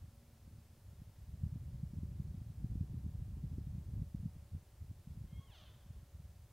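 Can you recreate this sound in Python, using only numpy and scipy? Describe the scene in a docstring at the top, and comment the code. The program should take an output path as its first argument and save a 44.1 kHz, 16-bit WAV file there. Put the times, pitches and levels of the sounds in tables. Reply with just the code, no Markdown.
"""In a forest, an elk gives one mew some way from a camcorder. Its taut vocal folds make a thin,
high whistle that breaks and, as they slacken, slides down over an octave into a rough, nasal end.
Trunks and foliage scatter the call back. Wind eddies rumble and thump on the microphone
throughout, over the camcorder's own hiss and motor whine and a faint drone at the start."""
import sys
import numpy as np
from scipy import signal
from scipy.fft import rfft, irfft
from scipy.io import wavfile
from scipy.ndimage import uniform_filter1d

SR = 44100
rng = np.random.default_rng(int(sys.argv[2]) if len(sys.argv) > 2 else 0)


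def store_wav(level_fs):
    """Save 16-bit WAV to argv[1]."""
    pcm = np.round(np.clip(np.atleast_2d(level_fs), -1, 1) * 32767)
    wavfile.write(sys.argv[1], SR, pcm.T.astype(np.int16))


N = 287532
TIME = np.arange(N) / SR
BINS = np.fft.rfftfreq(N, 1 / SR)
WHISTLE_HZ, SLACK_HZ, BREAK_S = 1096, 437.3, 5.444  # top of the mew, its floor, start of the slide


def gain_of(db):
    """Decibels to amplitude."""
    return 10 ** (np.asarray(db) / 20)


def unit_rms(x):
    """Scales to rms 1."""
    return x / np.sqrt(np.mean(x ** 2) + 1e-20)


def value_at(points, hz):
    """Reads (Hz, value) points, joined on a log-frequency axis."""
    point_hz, values = np.transpose(points)
    return np.interp(np.log(hz + 1), np.log(point_hz + 1), values)


def envelope(points):
    """Joins (seconds, value) points at every sample."""
    return np.interp(TIME, *np.transpose(points))


def coloured(x, spectrum):
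    """Filters x by (Hz, dB) points."""
    return irfft(rfft(x) * gain_of(value_at(spectrum, BINS)), N)


def noise(spectrum):
    """Noise of rms 1 with the given spectral shape."""
    return unit_rms(coloured(rng.standard_normal(N), spectrum))


def wander(rate_hz):
    """Smooth random motion of rms 1, up to about the given rate."""
    return unit_rms(irfft(rfft(rng.standard_normal(N)) * np.exp(-(BINS / rate_hz) ** 2), N))


def hump(middle_s, half_s):
    """A flat-topped swell from 0 to 1 and back."""
    return np.exp(-((TIME - middle_s) / half_s) ** 4)


def hiss(level_db=-70):
    """Background air and microphone hiss, centred in the bass and wider in the treble."""
    # The colour of the hiss. Each row: frequency in Hz, relative level in dB.
    colour = [(30, 3), (150, -4), (220, -7.5), (320, -5.5), (480, -9), (600, -10), (800, -12),
              (1500, -17.5), (2600, -19.5), (5200, -21), (10000, -22.5), (15500, -23.5)]
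    # Its stereo image. Each row: frequency in Hz, left-right correlation from 0 to 1.
    correlation = [(100, 1), (500, 0.99), (1200, 0.97), (2500, 0.95), (4500, 0.7), (8000, 0.57),
                   (15000, 0.47)]
    likeness = value_at(correlation, BINS)
    mid = noise(colour)
    side = irfft(rfft(noise(colour)) * np.sqrt((1 - likeness) / (1 + likeness)), N)
    return gain_of(level_db) * np.array([mid + side, mid - side])


def tone(hz, rms_db, waver_hz, flutter_db):
    """A sine that wavers a little in pitch and level."""
    phase = 2 * np.pi * np.cumsum(hz + waver_hz * wander(21)) / SR
    return gain_of(rms_db + flutter_db * wander(2.8)) * np.sqrt(2) * np.sin(phase)


def camcorder_whine():
    """Harmonics of the motor's 150 turns a second, and the camcorder's steady tones."""
    # The motor's harmonics. Each row: frequency in Hz, rms level in dB before the swell.
    harmonics = [(449.5, -92.5), (599.4, -89), (749, -88.5), (899, -91.5), (1049, -94), (1199, -100),
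                 (1349, -95.5), (1648, -97), (1799, -99)]
    # How strongly the motor carries. Each row: time in seconds, gain in dB.
    swell = [(0, -9), (1.2, -2), (1.8, -0.5), (3.1, 2), (4.2, -1), (4.8, -1.5), (6.5, -5)]
    # The steady tones. Each row: frequency in Hz, rms level in dB, flutter depth in dB.
    tones = [(566, -85.5, 2.5), (5103, -98, .7), (6514, -103, .7), (7192, -104, .7)]
    swell_db = envelope(swell)
    motor = sum(tone(hz, db + swell_db, waver_hz=2.5, flutter_db=0.5) for hz, db in harmonics)
    return motor + sum(tone(hz, db, waver_hz=3.2, flutter_db=flutter) for hz, db, flutter in tones)


def drone(hz=230, waver=0.029, flutter_db=3):
    """A faint, wavering low tone that fades early."""
    # The drone's fade. Each row: time in seconds, level in dB.
    fade = [(0, -75), (.25, -69.5), (.45, -76), (.7, -71.5), (1.1, -100)]
    phase = 2 * np.pi * np.cumsum(hz * (1 + waver * wander(27))) / SR
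    return gain_of(envelope(fade) + flutter_db * wander(27)) * np.sin(phase)


def wind_strength(calm_db=-62):
    """The wind's level in dB: calm air, one long gust and short puffs add their power."""
    # The long gust. Each row: time in seconds, level in dB.
    gust = [(1.14, -74), (1.22, -53), (1.42, -45), (1.95, -48), (2.2, -44.5), (2.52, -49), (2.66, -43.5),
            (3.3, -46), (3.5, -43.5), (3.8, -47.5), (4.03, -42.5), (4.1, -55.5), (4.22, -44), (4.42, -53),
            (4.55, -73)]
    # Puffs before and after it. Each row: middle in seconds, length in seconds, level in dB.
    puffs = [(0.032, 0.16, -52.5), (0.531, .18, -54.5), (.97, 0.27, -55), (4.551, 0.082, -47.5),
             (4.88, 0.21, -50.5), (5.185, .19, -48), (5.368, 0.097, -48.5), (5.487, 0.033, -53),
             (5.752, .15, -56.5), (5.948, .15, -52), (6.21, .14, -52.5), (6.383, 0.11, -55.5)]
    puff_power = sum(gain_of(db) ** 2 * hump(s, length / 2) for s, length, db in puffs)
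    return 10 * np.log10(gain_of(calm_db) ** 2 + gain_of(envelope(gust)) ** 2 + puff_power)


def rumble(wind_db, coarse_db=-1.5, steadiness=0.57, fine_db=-50, fine_growth=1.93):
    """Small eddies roll over the microphone in lumps; fine ones grow fastest with the wind."""
    # The colour of the small eddies. Each row: frequency in Hz, relative level in dB.
    coarse_colour = [(12, -43), (22, -18.5), (40, -3), (65, 4), (95, 3), (140, -9), (190, -16), (250, -25),
                     (330, -37), (450, -47), (800, -66)]
    # The finer eddies of strong gusts. Each row: frequency in Hz, relative level in dB.
    fine_colour = [(70, -13.5), (130, 5), (180, -3.5), (240, -10.5), (300, -14.5), (380, -20.5),
                   (500, -28.5), (900, -56)]
    eddies = noise(coarse_colour)
    # their power comes from the gust, so it strays little over a few turns
    power = uniform_filter1d(eddies ** 2, size=3000) + 1e-6
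    coarse = gain_of(wind_db + coarse_db) * unit_rms(eddies / np.sqrt(power) ** steadiness)
    fine = gain_of(fine_db + fine_growth * (wind_db - wind_db.max())) * noise(fine_colour)
    # each lump lasts a few hundredths of a second and leaves the gust's strength alone
    lumps = gain_of(3 * wander(32))
    lumps /= np.sqrt(uniform_filter1d(lumps ** 2, size=5000))
    return lumps * (coarse + fine)


def buffets(eddies, gain_db=0, skew_rad=0.87):
    """Each large eddy is one push and pull of pressure, a dull thump a cycle or two long."""
    pressure = np.zeros(N)
    for middle_s, db, hz, roundness in eddies:
        near = abs(TIME - middle_s) < 0.04
        phase = 2 * np.pi * hz * (TIME[near] - middle_s)
        thump = (1 - 1j * phase / roundness) ** -roundness
        lean = np.exp(1j * skew_rad * rng.standard_normal())  # tips the balance of push and pull
        pressure[near] += gain_of(db) * (thump * lean).imag
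    return gain_of(gain_db) * pressure


def lesser_eddies(wind_db, per_s=8, over_wind_db=7, spread_db=2.5, centre_hz=124.3, roundness=6.6):
    """Rows for buffets(): eddies that arrive unevenly and follow the strength of the wind."""
    count = int(per_s * N / SR)
    late, strength, pitch, shape = rng.uniform(-1, 1, (count, 4)).T
    middle_s = (np.arange(count) + 0.5 + late / 2) / per_s
    db = np.interp(middle_s, TIME, wind_db) + over_wind_db + spread_db * strength
    return np.transpose([middle_s, db, centre_hz * (1 + 0.23 * pitch), roundness * 2 ** shape])


def wind_on_microphone(low_hz=26, high_hz=500):
    """Eddies of every size press on the microphone, which takes them up only in a low band."""
    # The strongest eddies. Each row: middle in seconds, relative level in dB, centre frequency in Hz,
    # roundness (low is abrupt, high swings longer).
    strong_eddies = [(1.02, -42, 145, 4.5), (1.439, -31, 128, 5.5), (1.466, -33.5, 131, 5.4),
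                     (1.559, -33, 133, 4.4), (1.836, -32.5, 144, 9.4), (1.937, -39, 192, 5.6),
                     (1.987, -34, 142, 3.5), (2.034, -32.5, 156, 3.4), (2.198, -38, 175, 3.6),
                     (2.348, -38, 164, 14), (2.646, -28, 140, 3.9), (2.757, -31, 150, 2.6),
                     (2.812, -27.5, 135, 4.7), (2.945, -37, 172, 5.4), (3.065, -33, 158, 5.7),
                     (3.223, -32.5, 104, 5.1), (3.371, -39, 152, 2.4), (3.441, -31.5, 123, 3.9),
                     (3.584, -32, 171, 2), (3.673, -36, 146, 5.5), (3.752, -34.5, 134, 6),
                     (3.784, -34.5, 132, 8.4), (3.939, -35, 128, 3), (4.021, -31, 128, 4.5),
                     (4.149, -30.5, 159, 4.6), (4.26, -31, 152, 6.6), (4.551, -36.5, 127, 3.6),
                     (4.915, -41.5, 148, 3.9), (5.076, -41, 153, 9.5), (5.176, -40, 132, 5.6)]
    wind_db = wind_strength()
    pressure = rumble(wind_db) + buffets(strong_eddies, gain_db=1) + buffets(lesser_eddies(wind_db))
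    rolloff = np.sqrt((1 + (low_hz / (BINS + 1)) ** 4) * (1 + (BINS / high_hz) ** 10))
    return irfft(rfft(pressure) / rolloff, N)


def forest_reverb(call, taps_per_s=2500, build_s=0.0033, width=0.041):
    """Trunks and foliage scatter the call into a dense tail, each band dying at its own speed."""
    # The forest's decay. Each row: frequency in Hz, seconds to fall by 60 dB.
    decay = [(500, 1), (1500, 1.5), (4000, 1.4), (8000, 2.4)]
    # The colour of the tail. Each row: frequency in Hz, gain in dB.
    colour = [(500, 7.5), (1200, 6), (2200, 0.5), (2900, -7.5), (3500, -1.5), (4300, -6), (6500, -8)]
    taps = rng.standard_normal((2, SR)) * (rng.random((2, SR)) < taps_per_s / SR)
    hz, t, bands = signal.stft(taps, SR, nperseg=256)
    bands *= gain_of(-60 * t / value_at(decay, hz)[:, None])
    bands *= 1 - np.exp(-t / build_s)
    _, tails = signal.istft(bands, SR, nperseg=256)
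    tails /= np.linalg.norm(tails, axis=1, keepdims=True)
    mid, side = (coloured(signal.fftconvolve(call, tail)[:N], colour) for tail in tails)
    return np.array([mid + width * side, mid - width * side])


def trunk_echoes(call):
    """The nearest trunks each throw the call back once."""
    # The slaps off near trunks. Each row: delay in seconds, gain in dB.
    slaps = [(0.02, -14), (.078, -11)]
    return sum(gain_of(db) * np.interp(TIME - delay, TIME, call) for delay, db in slaps)


def mew_pitch(rise_hz_per_s=345, top_s=5.412, halfway_s=0.094, steepness=2.3):
    """The whistle climbs slowly, tips over at the break, then sinks ever more slowly."""
    whistle_hz = WHISTLE_HZ + rise_hz_per_s * np.clip(TIME - top_s, -1, 0)
    fall = (np.maximum(TIME - BREAK_S, 0) / halfway_s) ** steepness
    return SLACK_HZ + (whistle_hz - SLACK_HZ) / (1 + fall)


def harmonic_gains(slack, flare_s=5.411, flare_db=9, dip_db=-20, break_over_s=0.045):
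    """Gains in dB of 14 harmonics: the second leads the whistle, but dips as the first flares up."""
    flare = hump(flare_s, half_s=0.022)
    whistling = 1 - np.clip((TIME - BREAK_S) / break_over_s, 0, 1)
    first_db = np.where(TIME < flare_s, -11, 3 * (1 - slack))
    first_db += (flare_db - first_db) * flare
    second_db = 11 * whistling + dip_db * flare
    return [first_db, second_db] + [0] * 12


def vocal_folds(hz, phase, slack, call_colour, shut_hz=3400, open_hz=6600, db_per_octave=45):
    """Harmonics sweep through the call's colour and fade above an edge that lifts as the mouth opens."""
    mouth_open = hump(middle_s=5.6, half_s=0.065)
    edge_hz = shut_hz + (open_hz - shut_hz) * mouth_open
    voice = np.zeros(N)
    for k, harmonic_db in enumerate(harmonic_gains(slack), 1):
        fade_db = db_per_octave * np.log2(np.maximum(k * hz / edge_hz, 1))
        voice += gain_of(value_at(call_colour, k * hz) + harmonic_db - fade_db) * np.cos(k * phase)
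    return voice


def elk_mew(rough_taut=0.051, rough_slack=0.565, jitter=0.0241, shimmer=0.61, doubling=0.93,
            flicker_db=5):
    """The call is clean on the whistle, then rasps and flickers in level as it slides down."""
    # How hard the elk pushes. Each row: time in seconds, relative level in dB.
    effort = [(5.26, -92), (5.345, -76), (5.405, -73), (5.445, -79), (5.52, -67), (5.56, -67),
              (5.665, -77.5), (5.7, -79), (5.725, -100)]
    # The colour of the call as it reaches the microphone. Each row: frequency in Hz, gain in dB.
    call_colour = [(450, -13), (750, -8.5), (1100, -10), (1450, -9), (2200, -12), (2550, -7.5), (2950, 0),
                   (3350, 1.5), (3700, -3.5), (4100, -5.5), (4600, -7.5), (5600, -18), (6300, -8),
                   (7100, -39)]
    hz = mew_pitch()
    slack = np.clip((WHISTLE_HZ - hz) / (WHISTLE_HZ - SLACK_HZ), 0, 1)
    rough = rough_taut + (rough_slack - rough_taut) * slack ** 2
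    hz *= 1 + jitter * rough * wander(160)
    phase = 2 * np.pi * np.cumsum(hz) / SR
    voice = vocal_folds(hz, phase, slack, call_colour)
    # in the rough end strong and weak cycles alternate now and then
    voice *= 1 + doubling * rough * wander(40) * np.cos(phase / 2)
    # air leaks through once a cycle and rasps with the same colour
    leak = rng.standard_normal(N) * (1 + np.cos(phase))
    rasp = gain_of(-1) * rough * unit_rms(coloured(leak, call_colour))
    level_db = envelope(effort) + flicker_db * rough * wander(55)
    voice *= 1 + shimmer * rough * wander(190)
    sounding = (TIME > effort[0][0]) & (TIME < effort[-1][0])
    return sounding * gain_of(level_db) * (voice + rasp)


def scene():
    """The elk straight ahead in its forest; wind and motor reach both channels alike."""
    mew = elk_mew()
    wind = wind_on_microphone()
    return mew + trunk_echoes(mew) + forest_reverb(mew) + wind + drone() + camcorder_whine() + hiss()


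def record(dry, cutoff_hz=15800):
    """The camcorder's band limit cuts off the highest treble."""
    lowpass = signal.firwin(801, cutoff_hz, window=("kaiser", 8), fs=SR)
    return signal.oaconvolve(dry, lowpass[None], "same")


dry = scene()
out = record(dry)
store_wav(out)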